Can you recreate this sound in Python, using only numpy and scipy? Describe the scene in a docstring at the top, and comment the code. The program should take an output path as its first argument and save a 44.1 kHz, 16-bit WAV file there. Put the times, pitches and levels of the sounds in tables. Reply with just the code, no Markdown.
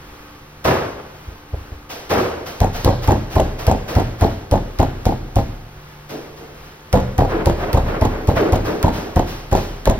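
"""A fist pounds dough on a heavy table in two runs: modal booms, knocks and noise bursts per blow.
The loose top drops back and bounces; a palm pats the dough at softer moments.
Further off dough is slapped down: blurred noise, bench modes, a hollow pop, a skid and a hiss.
Behind: a motor of wavering harmonics and a rush of coloured noise, in a concrete-walled bakery."""
import sys
import numpy as np
from scipy import signal
from scipy.fft import rfft, irfft
from scipy.io import wavfile
from scipy.ndimage import uniform_filter1d, minimum_filter1d

SR = 44100
rng = np.random.default_rng(int(sys.argv[2]) if len(sys.argv) > 2 else 0)


def inscribe(sig):
    """Save sig as 16-bit PCM at rate SR to the path in sys.argv[1].

    A 1-D sig is mono; a 2-D sig holds one channel per row.
    Samples are clipped to [-1, 1] before scaling.
    """
    pcm = np.round(np.clip(np.atleast_2d(sig).T, -1, 1) * 32767)
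    wavfile.write(sys.argv[1], SR, pcm.astype(np.int16))


N = 440559

# Event and source levels are relative: each source adds its own offset. Mode pitches are nominal.
# Spectra list hz, density_db (relative, per Hz).

# air rush spectrum: hz, density_db
AIR_SPECTRUM = [(25, -7), (46, -3.5), (68, -5.5), (100, -8), (160, -12.5), (250, -17.5), (380, -13.5),
                (620, -17.5), (1130, -15), (2500, -20.5), (6000, -29), (7500, -36), (10500, -41.5),
                (12500, -31), (16000, -38)]
# motor tones: multiple_of_speed, unloaded_rms_db, full_load_gain_db
MOTOR_TONES = [(2, -58, 13), (3, -57.5, -2.5), (4, -48.5, -15.5), (5, -54.5, -4.5), (6, -59.5, -8),
               (7, -58.5, -0.5), (10, -65, 1.5), (11, -58, -10), (12, -61, 0.5), (15, -57, -14),
               (16, -59.5, -9.5), (17, -57.5, -11), (21, -62, -8)]
# motor load breakpoints: time_s, load_0_to_1
MOTOR_LOAD = [(0, 0.26), (.36, 0.03), (.48, 0.73), (1.25, 0.9), (1.5, 0.22), (5.5, 0.7), (6.0, 1),
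              (6.9, 0.66)]

# far slaps: start_s, body_db, pop_db, hiss_db, swell_s
FAR_SLAPS = [(0.645, -13, -18, -22, 0.0075), (1.895, -36, -39, -29, 0.018), (2.095, -14, -16.5, -23, 0.018),
             (2.178, -23.5, -25.5, -30.5, 0.011), (2.46, -34.5, -47, -30.5, 0.01),
             (2.731, -32, -49, -26.5, 0.047), (3.02, -31, -45, -29.5, 0.025),
             (3.299, -29.5, -44, -30, 0.05), (3.588, -30, -37, -31, 0.0056), (3.88, -26, -32, -28.5, 0.014),
             (4.185, -26, -49, -31, 0.053), (6.09, -36, -29, -33.5, 0.016),
             (6.36, -38.5, -37.5, -42, 0.027), (7.275, -18, -17.5, -37.5, 0.043),
             (7.57, -15.5, -19.5, -35, 0.072), (7.85, -17.5, -22, -37, 0.047),
             (8.08, -22, -23.5, -42, 0.075), (8.35, -14.5, -14, -29, 0.03),
             (8.645, -21.5, -20, -30.5, 0.018), (8.92, -23, -24, -28.5, 0.055),
             (9.259, -37, -36.5, -29, 0.056), (9.55, -35.5, -36, -28, 0.019)]
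# slap body spectrum: hz, density_db
SLAP_BODY_SPECTRUM = [(30, -22.5), (55, -6), (80, 2), (130, -1), (200, -5.5), (400, -6), (650, -1.5),
                      (850, -5), (1080, -5.5), (1500, -9), (2500, -16.5), (5000, -33.5), (9000, -65)]
# floury hiss spectrum: hz, density_db
HISS_SPECTRUM = [(100, -22), (500, 10.5), (1500, 4.5), (3000, 3.5), (5800, 0), (8000, -10.5), (10500, -15),
                 (13000, -3), (16000, -10.5)]
# trapped-air spectrum: multiple_of_pop_pitch, density_db
POCKET_SPECTRUM = [(.25, -28), (.46, -7), (.66, -6.5), (.77, 1.5), (.89, -5.5), (1.02, 3), (1.16, -6),
                   (1.7, -10), (4, -59.5)]
# far bench modes: pitch_hz, level_db
BENCH_MODES = [(335, -5.5), (394, -3), (452, -5), (520, 0.5), (585, -0.5), (725, -4), (868, -11)]

# room decay: hz, t60_s
ROOM_DECAY = [(100, 0.89), (400, 0.85), (2000, 0.88), (6000, 0.82), (15000, 0.56)]
# spectrum of the wall tail: hz, density_db
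WALL_SPECTRUM = [(60, -6.5), (150, -3.5), (400, 2.5), (850, -7), (1500, 6.5), (5000, 2), (15000, -11.5)]
# likeness of the two microphone ports: hz, likeness_0_to_1
PORT_LIKENESS = [(40, 1), (120, 1), (300, 0.88), (700, 0.62), (1400, 0.54), (3000, 0.13), (7000, 1),
                 (10000, 1), (14000, 0.11)]
# phase between the ports: hz, left_lead_rad
PORT_LEAD = [(30, 0), (150, 0), (800, -.5), (1400, -.8), (2200, -2.1), (4200, -4.2), (5700, -4.3),
             (7000, -3.3), (11000, -3.1), (12600, -1.7), (14800, -.2)]
# stereo width: hz, side_gain_db
SIDE_GAIN = [(30, -20), (80, 11), (150, 1.5), (300, 1), (700, 2), (2000, -0.5), (4000, -1.5), (7000, 1.5),
             (9500, 11), (12000, 2), (16000, -6.5)]

# palm pats: start_s, thump_db, knock_db
PALM_PATS = [(1.283, -26, -37.5), (1.321, -30, -38), (1.539, -16, -26), (1.722, -26, -38),
             (2.756, -35, -24), (5.777, -39, -45)]
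# top under a flat palm: hz, density_db
PALM_SPECTRUM = [(60, 4), (200, -2.5), (400, -4), (700, -6), (1000, -16), (3000, -38), (9000, -62)]

# fist blows: start_s, thump_db, knock_db, smack_db, skin_lead_s, spot_hz, knock_tilt_db_per_octave, clap_db
FIST_BLOWS = [(2.618, -5.5, -9.5, -31, 0.014, 813, 1, -35), (2.862, -4, -10, -18.5, 0.015, 524, 2.5, -35),
              (3.089, -1, -6, -35, 0.013, 800, -0.5, -25.5), (3.368, -2, -6, -33, 0.013, 720, 1, -27),
              (3.683, -4, -9.5, -30, 0.015, 727, -0.5, -28), (3.969, -3.5, -11, -35, 0.016, 695, -2.5, -26),
              (4.225, -5, -9, -32, 0.014, 800, -1, -29), (4.527, -5, -11, -31, 0.014, 585, 1, -36),
              (4.802, -4.5, -7.5, -37, 0.014, 682, 0, -26.5), (5.069, -7, -11, -30.5, 0.014, 810, -2, -46),
              (5.369, -7, -10.5, -36, 0.011, 748, -1.5, -45),
              (6.943, -1.5, -3.5, -29, 0.014, 812, 0.5, -23.5),
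              (7.193, -2.5, -6.5, -34, 0.012, 720, 0, -24), (7.473, -3.5, -6, -29, 0.014, 599, -1.5, -31),
              (7.748, -3, -9.5, -29.5, 0.017, 493, 1.5, -30),
              (8.024, -3.5, -8, -35, 0.011, 680, 0.5, -25.5), (8.289, -5.5, -8, -39, 0.015, 489, 0, -40),
              (8.533, -4.5, -8, -35, 0.0096, 598, 0.5, -31), (8.847, -4, -6, -30.5, 0.018, 900, -1.5, -24),
              (9.17, -5.5, -8.5, -31.5, 0.0098, 658, 0, -26), (9.53, -7, -6.5, -37, 0.015, 765, 0.5, -30),
              (9.875, -9.5, -8, -29, 0.019, 638, 1.5, -26)]
# loose top dropping on its frame: start_s, knock_db, click_db
TOP_DROPS = [(2.633, -14, -44), (2.645, -12, -33), (2.657, -22, -45), (2.677, -25.5, -51), (2.876, -7, -38),
             (2.889, -8, -36), (2.904, -21, -41), (3.107, -10.5, -33), (3.119, -6, -30), (3.132, -25, -46),
             (3.383, -13.5, -49), (3.397, -5.5, -25.5), (3.415, -23.5, -49), (3.697, -11.5, -37),
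             (3.713, -6.5, -27), (3.723, -13.5, -39), (3.984, -13, -46), (3.997, -9.5, -34),
             (4.007, -24, -52), (4.235, -13.5, -44), (4.247, -8, -49), (4.538, -7.5, -38),
             (4.556, -12.5, -39), (4.814, -14, -44), (4.828, -9.5, -33.5), (5.091, -10, -43),
             (5.123, -17.5, -58), (5.386, -13.5, -37), (5.401, -19, -41), (6.954, -8.5, -36),
             (6.972, -8.5, -36), (7.0, -21, -39), (7.205, -9, -41), (7.22, -10.5, -45), (7.249, -15, -43),
             (7.497, -9.5, -35), (7.773, -8, -33), (8.051, -7.5, -31), (8.314, -13.5, -41),
             (8.556, -12.5, -31), (8.867, -12.5, -42), (8.881, -11.5, -36.5), (8.902, -21, -43),
             (9.194, -6.5, -34), (9.551, -6, -28), (9.896, -7.5, -25.5), (9.91, -12, -34)]
# table modes: pitch_hz, level_db, t60_s
TABLE_MODES = [(33.1, -15, 0.97), (48.3, -22, 0.3), (63.6, -9, 0.22), (85.3, -9.5, 0.21),
               (105.3, -21.5, 0.49), (121.3, -19.5, 0.73), (143, -23.5, 0.52), (175.4, -23.5, 0.47),
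               (202, -35, 0.32), (232, -31.5, 0.6)]
# loose-top modes: pitch_hz, level_db
BOARD_MODES = [(205, -0.5), (272, -7), (338, -2.5), (386, -7.5), (484, -4), (553, 0.5), (618, -4.5),
               (660, 4), (745, -8.5), (778, 4), (836, 0.5), (895, -0.5), (1010, -4.5)]
# dull thud of top on frame: hz, density_db
THUD_SPECTRUM = [(60, -34), (150, 4), (250, 1.5), (430, -9.5), (520, 0.5), (660, -6), (810, -2.5),
                 (920, -4), (1080, -10.5), (1300, -24), (2200, -34.5), (5000, -40), (9000, -77),
                 (15000, -51)]
# frame shudder: hz, density_db
FRAME_SPECTRUM = [(40, -23), (100, 6), (170, 0.5), (240, 3), (300, 0), (370, -5), (480, -10.5),
                  (900, -32.5), (3000, -64)]
# hard-edge click: hz, density_db
CLICK_SPECTRUM = [(300, 6.5), (1900, -3.5), (3000, -1.5), (5500, -12.5), (7000, -1), (8500, -23),
                  (11000, -16), (13000, -10.5), (16000, -30)]
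# skin on dough: hz, density_db
SMACK_SPECTRUM = [(200, 16.5), (1200, 1), (3000, 0), (5500, 2.5), (8000, -7), (11000, -5.5), (13000, -2.5),
                  (16000, -13)]
# dough spreading: hz, density_db
SQUELCH_SPECTRUM = [(300, -10), (1100, 6), (1900, 3), (2600, -9.5), (4000, 0.5), (6000, -28), (8000, -25),
                    (11000, -22), (13000, -20), (16000, -25)]
# air clapped from under the fist: hz, density_db
CLAP_SPECTRUM = [(300, -11), (900, 0), (1400, 3), (1950, 2), (2600, -8), (4000, -16), (8000, -40),
                 (16000, -42)]

AIR_DB, MOTOR_HZ = -41.5, 73.8
POP_HZ, POP_SAG_HZ_PER_S = 500, 10.4  # the pop's pitch sinks over the scene
PRESS_S, HISS_HOLD_S = 0.061, 0.0047  # swell plus hold of a slap, unless its swell is longer
SKID_HZ, SKID_FALL_OCT_PER_S, SKID_DB = 1840, 2.2, -22.5
USUAL_THUMP_DB = -5
SETTLE_DB, SETTLE_PER_DB = -19.5, 3.5  # second sinking grows as the thump softens
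BOUNCE_MIN_S, BOUNCE_MAX_S, BOUNCE_DB = 0.012, 0.04, -11  # delay after a drop, level against it
EDGE_HZ = 16100


def amp(db):
    """Decibels to gain."""
    return 10 ** (np.asarray(db) / 20)


def evened(x):
    """Scales to rms 1."""
    return x / np.sqrt(np.mean(x ** 2) + 1e-20)


def read(points, hz):
    """Interpolates a table on a log-frequency axis."""
    f, value = np.transpose(points)
    return np.interp(np.log(hz + 1), np.log(f + 1), value)


def add(mix, start_s, sound):
    """Mixes a sound in at start_s."""
    part = mix[..., round(start_s * SR):][..., :sound.shape[-1]]
    part += sound[..., :part.shape[-1]]


def swell_decay(t, rise_s, t60_s):
    """Linear rise, then exponential decay."""
    return np.minimum(t / rise_s, 1) * amp(-60 * np.maximum(t - rise_s, 0) / t60_s)


def noise(spectrum, size, spread=1):
    """Coloured rms-1 noise at the two ports; lower spread makes them more alike."""
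    hz = np.fft.rfftfreq(size, 1 / SR)
    a, b, c, d = rng.standard_normal((4, len(hz)))
    same = np.clip(1 - spread * (1 - read(PORT_LIKENESS, hz)), 0, 1)
    left = a + 1j * b
    right = same * left + np.sqrt(1 - same ** 2) * (c + 1j * d)
    right = right * np.exp(-1j * read(PORT_LEAD, hz))
    return evened(irfft(np.array([left, right]) * amp(read(spectrum, hz)), size))


def burst(spectrum, rise_s, t60_s, size, spread=1):
    """Noise as a dense resonance cluster that swells and dies, at a fixed energy."""
    shape = swell_decay(np.arange(size) / SR, rise_s, t60_s)
    return evened(noise(spectrum, size, spread) * shape) * np.sqrt(np.mean(shape ** 2))


def ragged(sound, grain_db, grain_samples, smooth_samples=1):
    """Random gain per grain breaks up a sound; its overall level is kept."""
    steps = np.repeat(rng.standard_normal(sound.shape[1] // grain_samples), grain_samples)
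    grains = amp(grain_db * uniform_filter1d(steps, smooth_samples))
    return evened(sound * grains) * np.std(sound)


def blur(spectrum, rise_s, hold_s=0):
    """Noise that swells, holds, then dies at the room's rate in each band."""
    hz, age_s, z = signal.stft(noise(spectrum, size=SR), SR, nperseg=256)
    fade = amp(-60 * np.maximum(age_s - hold_s, 0) / read(ROOM_DECAY, hz)[:, None])
    tail = signal.istft(z * fade, SR, nperseg=256)[1]
    return tail * np.minimum(np.arange(tail.shape[1]) / SR / rise_s, 1)


def machinery(waver_hz=0.14, swell_db=1.5, flutter_db=1.5):
    """Wavering air rush plus motor harmonics whose balance follows the load."""
    t = np.arange(N) / SR

    def wander(count):
        return np.interp(t, np.linspace(0, t[-1], count), rng.standard_normal(count))

    load = np.interp(t, *np.transpose(MOTOR_LOAD))
    turns = np.cumsum(MOTOR_HZ + waver_hz * wander(40)) / SR
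    out = amp(AIR_DB + flutter_db * wander(70)) * noise(AIR_SPECTRUM, size=N)
    for multiple, db, loaded_db in MOTOR_TONES:
        level = amp(db + loaded_db * load + swell_db * wander(14))
        out += level * np.sqrt(2) * np.sin(2 * np.pi * (round(multiple) * turns + rng.random()))
    return out


def room(x):
    """Concrete walls: three noise tails, fed from the left port, trade shares cyclically in time."""
    t = np.arange(N) / SR
    out = np.zeros((2, N))
    for k in range(3):
        tail = blur(WALL_SPECTRUM, rise_s=0.0059)
        tail = tail / np.linalg.norm(tail[0])
        share = np.cos(np.pi * (0.9004 * t + k / 3)) * np.sqrt(2 / 3)
        out += signal.fftconvolve((x[0] * share)[None], tail, axes=1)[:, :N]
    return out


def skid(swell_s, width_hz=700, t60_s=1.0, grain_db=4):
    """Dough drags over flour: uneven slips ring in a band that sinks as the lump slows."""
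    t = np.arange(SR // 2) / SR
    steps = np.repeat(rng.standard_normal(len(t) // 128 + 1), 128)[:len(t)]
    slips = rng.standard_normal((2, len(t))) * amp(grain_db * steps)
    r = np.exp(-np.pi * width_hz / SR)
    band = signal.lfilter([1], np.poly([r, r]), slips)
    pitch_hz = SKID_HZ * 2 ** (-SKID_FALL_OCT_PER_S * t)
    scrape = band * np.cos(2 * np.pi * np.cumsum(pitch_hz) / SR)
    return evened(scrape) * swell_decay(t, swell_s, t60_s)


def bench(swell_s, t60_s=0.91, scatter_db=4, loading=0.0143):
    """The far bench's modes, randomly detuned and weighted, build up and ring out."""
    t = np.arange(SR) / SR
    ring = np.zeros((2, SR))
    for hz, db in BENCH_MODES:
        level = amp(db + scatter_db * rng.standard_normal())
        turns = hz * (1 + loading * rng.standard_normal()) * t + rng.random()
        ring += level * np.sin(2 * np.pi * turns + .5 * rng.standard_normal((2, 1)))
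    return evened(ring) * swell_decay(t, swell_s, t60_s)


def far_slaps(lump_db=2.44):
    """Dough slapped down: uneven body, bench ring, trapped-air pop, skid and floury hiss."""
    out = np.zeros((2, N))
    for s, body_db, pop_db, hiss_db, swell_s in FAR_SLAPS:
        pop_hz = POP_HZ - POP_SAG_HZ_PER_S * s
        hold_s = max(PRESS_S - swell_s, 0)
        pocket = [(pop_hz * multiple, db) for multiple, db in POCKET_SPECTRUM]
        body = blur(SLAP_BODY_SPECTRUM, swell_s, hold_s)
        # random gain points every 600 samples
        lumps = np.interp(np.arange(body.shape[1]) / 600, np.arange(100), rng.standard_normal(100))
        add(out, s, amp(body_db - 3.5 + lump_db * lumps) * body)
        add(out, s, amp(body_db - 14.0) * bench(swell_s + 0.0086))
        add(out, s, amp(pop_db) * blur(pocket, swell_s * 2.9, hold_s + swell_s))
        add(out, s, amp(body_db + SKID_DB) * skid(swell_s + 0.0091))
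        hiss = blur(HISS_SPECTRUM, swell_s * 0.59 + 0.0068, HISS_HOLD_S)
        add(out, s - .005, amp(hiss_db) * hiss)
    return out


def pat(db, palm_hz=110, t60_s=0.14, sway_db=-15, sway_t60_s=0.35):
    """A soft palm stirs mostly low table modes and damps them; the legs sway on."""
    t = np.arange(SR // 2) / SR - .02
    ring = np.zeros(len(t))
    for hz, level_db, _ in TABLE_MODES[1:]:
        ring += amp(level_db) / (1 + (hz / palm_hz) ** 8) * np.cos(2 * np.pi * hz * t)
    contact = .5 + .5 * np.tanh((t - .003) / 0.0087)
    sway = amp(sway_db - 60 * t / sway_t60_s) * np.sin(2 * np.pi * TABLE_MODES[0][0] * t)
    return amp(db) * contact * (sway - amp(12.0 - 60 * t / t60_s) * ring)


def patting():
    """Palm pats: a damped low ring and a dull murmur of the top, at the two ports."""
    out = np.zeros((2, N))
    for s, thump_db, knock_db in PALM_PATS:
        add(out, s - .02, pat(thump_db))
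        murmur = burst(PALM_SPECTRUM, rise_s=0.014, t60_s=0.12, size=8192, spread=0.49)
        add(out, s - .012, amp(knock_db) * murmur)
    return out


def smack(db, grain_db=6, spray_db=-13):
    """Skin meets dough: one hard snap, then a spray of tiny pops."""
    snap = burst(SMACK_SPECTRUM, rise_s=.0005, t60_s=.004, size=4096, spread=.4)
    spray = burst(SMACK_SPECTRUM, rise_s=.0018, t60_s=.014, size=4096)
    return amp(db + 17.5) * (snap + amp(spray_db) * ragged(spray, grain_db, 16))


def click(db, t60_s=0.034, grain_db=5):
    """Hard edges meet: a short, ragged crack."""
    crack = burst(CLICK_SPECTRUM, rise_s=.001, t60_s=t60_s, size=4096)
    return amp(db) * ragged(crack, grain_db, 32)


def squelch(db, rise_s=0.0041, t60_s=0.25, grain_db=8.5):
    """Dough spreads under the fist: clumped crackle of small bubbles dies away."""
    crackle = burst(SQUELCH_SPECTRUM, rise_s, t60_s, size=8192, spread=0.42)
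    return amp(db) * ragged(crackle, grain_db, 64, smooth_samples=32)


def thump(s, db, settle_db, push_hz=72, push_db=2.0, settle_s=0.0198, settle_hz=55,
          scatter_db=2.5, ring_db=-1, loading=0.069, sway_loading=.02):
    """Fist pushes the top down, it sinks once more, then rings, retuned by the arm's weight."""
    lead_s = .02
    t = np.arange(SR) / SR - lead_s
    u = (np.pi * push_hz * t) ** 2
    v = (np.pi * settle_hz * (t - settle_s)) ** 2
    push = amp(db + push_db) * (2 * u - 1) * np.exp(-u)
    settle = amp(settle_db) * (2 * v - 1) * np.exp(-v)
    contact = .5 + .5 * np.tanh(t / 0.0077)
    ring = np.zeros(SR)
    for k, (hz, level_db, t60_s) in enumerate(TABLE_MODES):
        place, weight = rng.standard_normal(2)  # each spot favours other modes
        hz = hz * (1 + (loading if k else sway_loading) * weight)
        ring += amp(level_db + scatter_db * place - 60 * t / t60_s) * np.sin(2 * np.pi * hz * t)
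    return s - lead_s, push + settle + amp(db + ring_db) * contact * ring


def knock(s, db, spot_hz, tilt_db, rise_s, frame_db, note_db=-5.0, note_t60_s=0.035, thud_db=-2.5,
          under_db=-8, under_ratio=0.597, boards_db=-9.0, boards_t60_s=0.14, detune=0.097,
          scatter_db=3, loading=0.0403, pivot_hz=520):
    """Top strikes frame: thud, brief notes of the spot and a lower mode, frame shudder, board ring."""
    t = np.arange(8192) / SR

    def tilted(table):
        return [(hz, db + tilt_db * np.clip(np.log2(hz / pivot_hz), -1, 1)) for hz, db in table]

    note_hz = spot_hz * (1 + detune * rng.uniform(-1.26, 1))
    under_hz = spot_hz * under_ratio * rng.uniform(0.832, 1.156)
    note = np.sin(2 * np.pi * note_hz * t)
    note += amp(under_db - note_db) * np.sin(2 * np.pi * under_hz * t)
    note *= np.sqrt(2) * swell_decay(t, rise_s, note_t60_s)
    ports = np.array([np.roll(note, 6), note])  # left is 6 samples late

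    ring = np.zeros((2, len(t)))
    for hz, level_db in tilted(BOARD_MODES):
        turns = hz * (1 + loading * rng.standard_normal()) * t + rng.random()
        level = amp(level_db + scatter_db * rng.standard_normal())
        ring += level * np.sin(2 * np.pi * turns + .5 * rng.standard_normal((2, 1)))
    boards = evened(ring) * swell_decay(t, rise_s, boards_t60_s)

    thud = burst(tilted(THUD_SPECTRUM), rise_s, t60_s=.04, size=8192, spread=.3)
    frame = amp(frame_db - tilt_db) * burst(FRAME_SPECTRUM, rise_s=0.0059, t60_s=.11, size=8192)
    mix = amp(thud_db) * thud + frame + amp(note_db) * ports + amp(boards_db) * boards
    return s - rise_s, amp(db) * mix


def pounding():
    """Fist blows, then the top drops and bounces; returns mono boom and two-port contact sound."""
    boom, contact = np.zeros(N), np.zeros((2, N))
    for s, thump_db, knock_db, smack_db, lead_s, spot_hz, tilt_db, clap_db in FIST_BLOWS:
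        settle_db = SETTLE_DB - SETTLE_PER_DB * (thump_db - USUAL_THUMP_DB)
        add(boom, *thump(s, thump_db, settle_db))
        add(contact, *knock(s + 0.00099, knock_db - .3, spot_hz, tilt_db, rise_s=.009, frame_db=-9))
        add(contact, s - .002, click(knock_db - 12.0, t60_s=0.013))
        add(contact, s + .008, squelch(.5 * knock_db - 29.0))
        # skin lands just before the weight; air squeezes out
        touch_s = s - lead_s
        add(contact, touch_s - .0005, smack(smack_db))
        clap = burst(CLAP_SPECTRUM, rise_s=0.0066, t60_s=0.074, size=4096, spread=0.63)
        add(contact, touch_s - .002, amp(clap_db) * clap)
        brush = burst(SMACK_SPECTRUM, rise_s=0.017, t60_s=0.074, size=4096)
        add(contact, touch_s - .01, amp(.5 * smack_db - 19.5) * brush)
        hiss = burst(HISS_SPECTRUM, rise_s=0.011, t60_s=0.37, size=16384)
        add(contact, touch_s - .004, amp(-33.0) * hiss)
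    for s, knock_db, click_db in TOP_DROPS:
        nearest = min(FIST_BLOWS, key=lambda blow: abs(blow[0] - s))
        spot_hz, tilt_db = nearest[5:7]
        add(contact, *knock(s + 0.001014, knock_db - .3, spot_hz, tilt_db, rise_s=0.002233, frame_db=-10))
        add(contact, s - .0005, click(click_db + 8))
        bounce_s = s + rng.uniform(BOUNCE_MIN_S, BOUNCE_MAX_S)
        add(contact, *knock(bounce_s, knock_db + BOUNCE_DB, spot_hz, tilt_db, rise_s=0.002004, frame_db=-5))
    return boom, contact


def scene():
    """Near table direct and through the walls, far slaps as blurred sound, machinery behind."""
    boom, contact = pounding()
    pats = patting()
    walls = room(amp(-7) * boom + amp(-11.0) * contact + amp(-10.5) * pats)
    return boom + contact + pats + walls + far_slaps() + machinery()


def record(dry):
    """Frequency-dependent stereo width, a fast peak limiter, then a low-pass."""
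    mid = dry.mean(0)
    side = irfft(rfft(dry[0] - mid) * amp(read(SIDE_GAIN, np.fft.rfftfreq(N, 1 / SR))), N)
    pair = np.array([mid + side, mid - side])
    ceiling = .97
    allowed = ceiling / np.maximum(abs(pair).max(0), ceiling)
    held = pair * uniform_filter1d(minimum_filter1d(allowed, size=221), size=221)
    lowpass = signal.firwin(511, EDGE_HZ, window=("kaiser", 9), fs=SR)
    return signal.oaconvolve(held, lowpass[None], "same")


dry = scene()
out = record(dry)
inscribe(out)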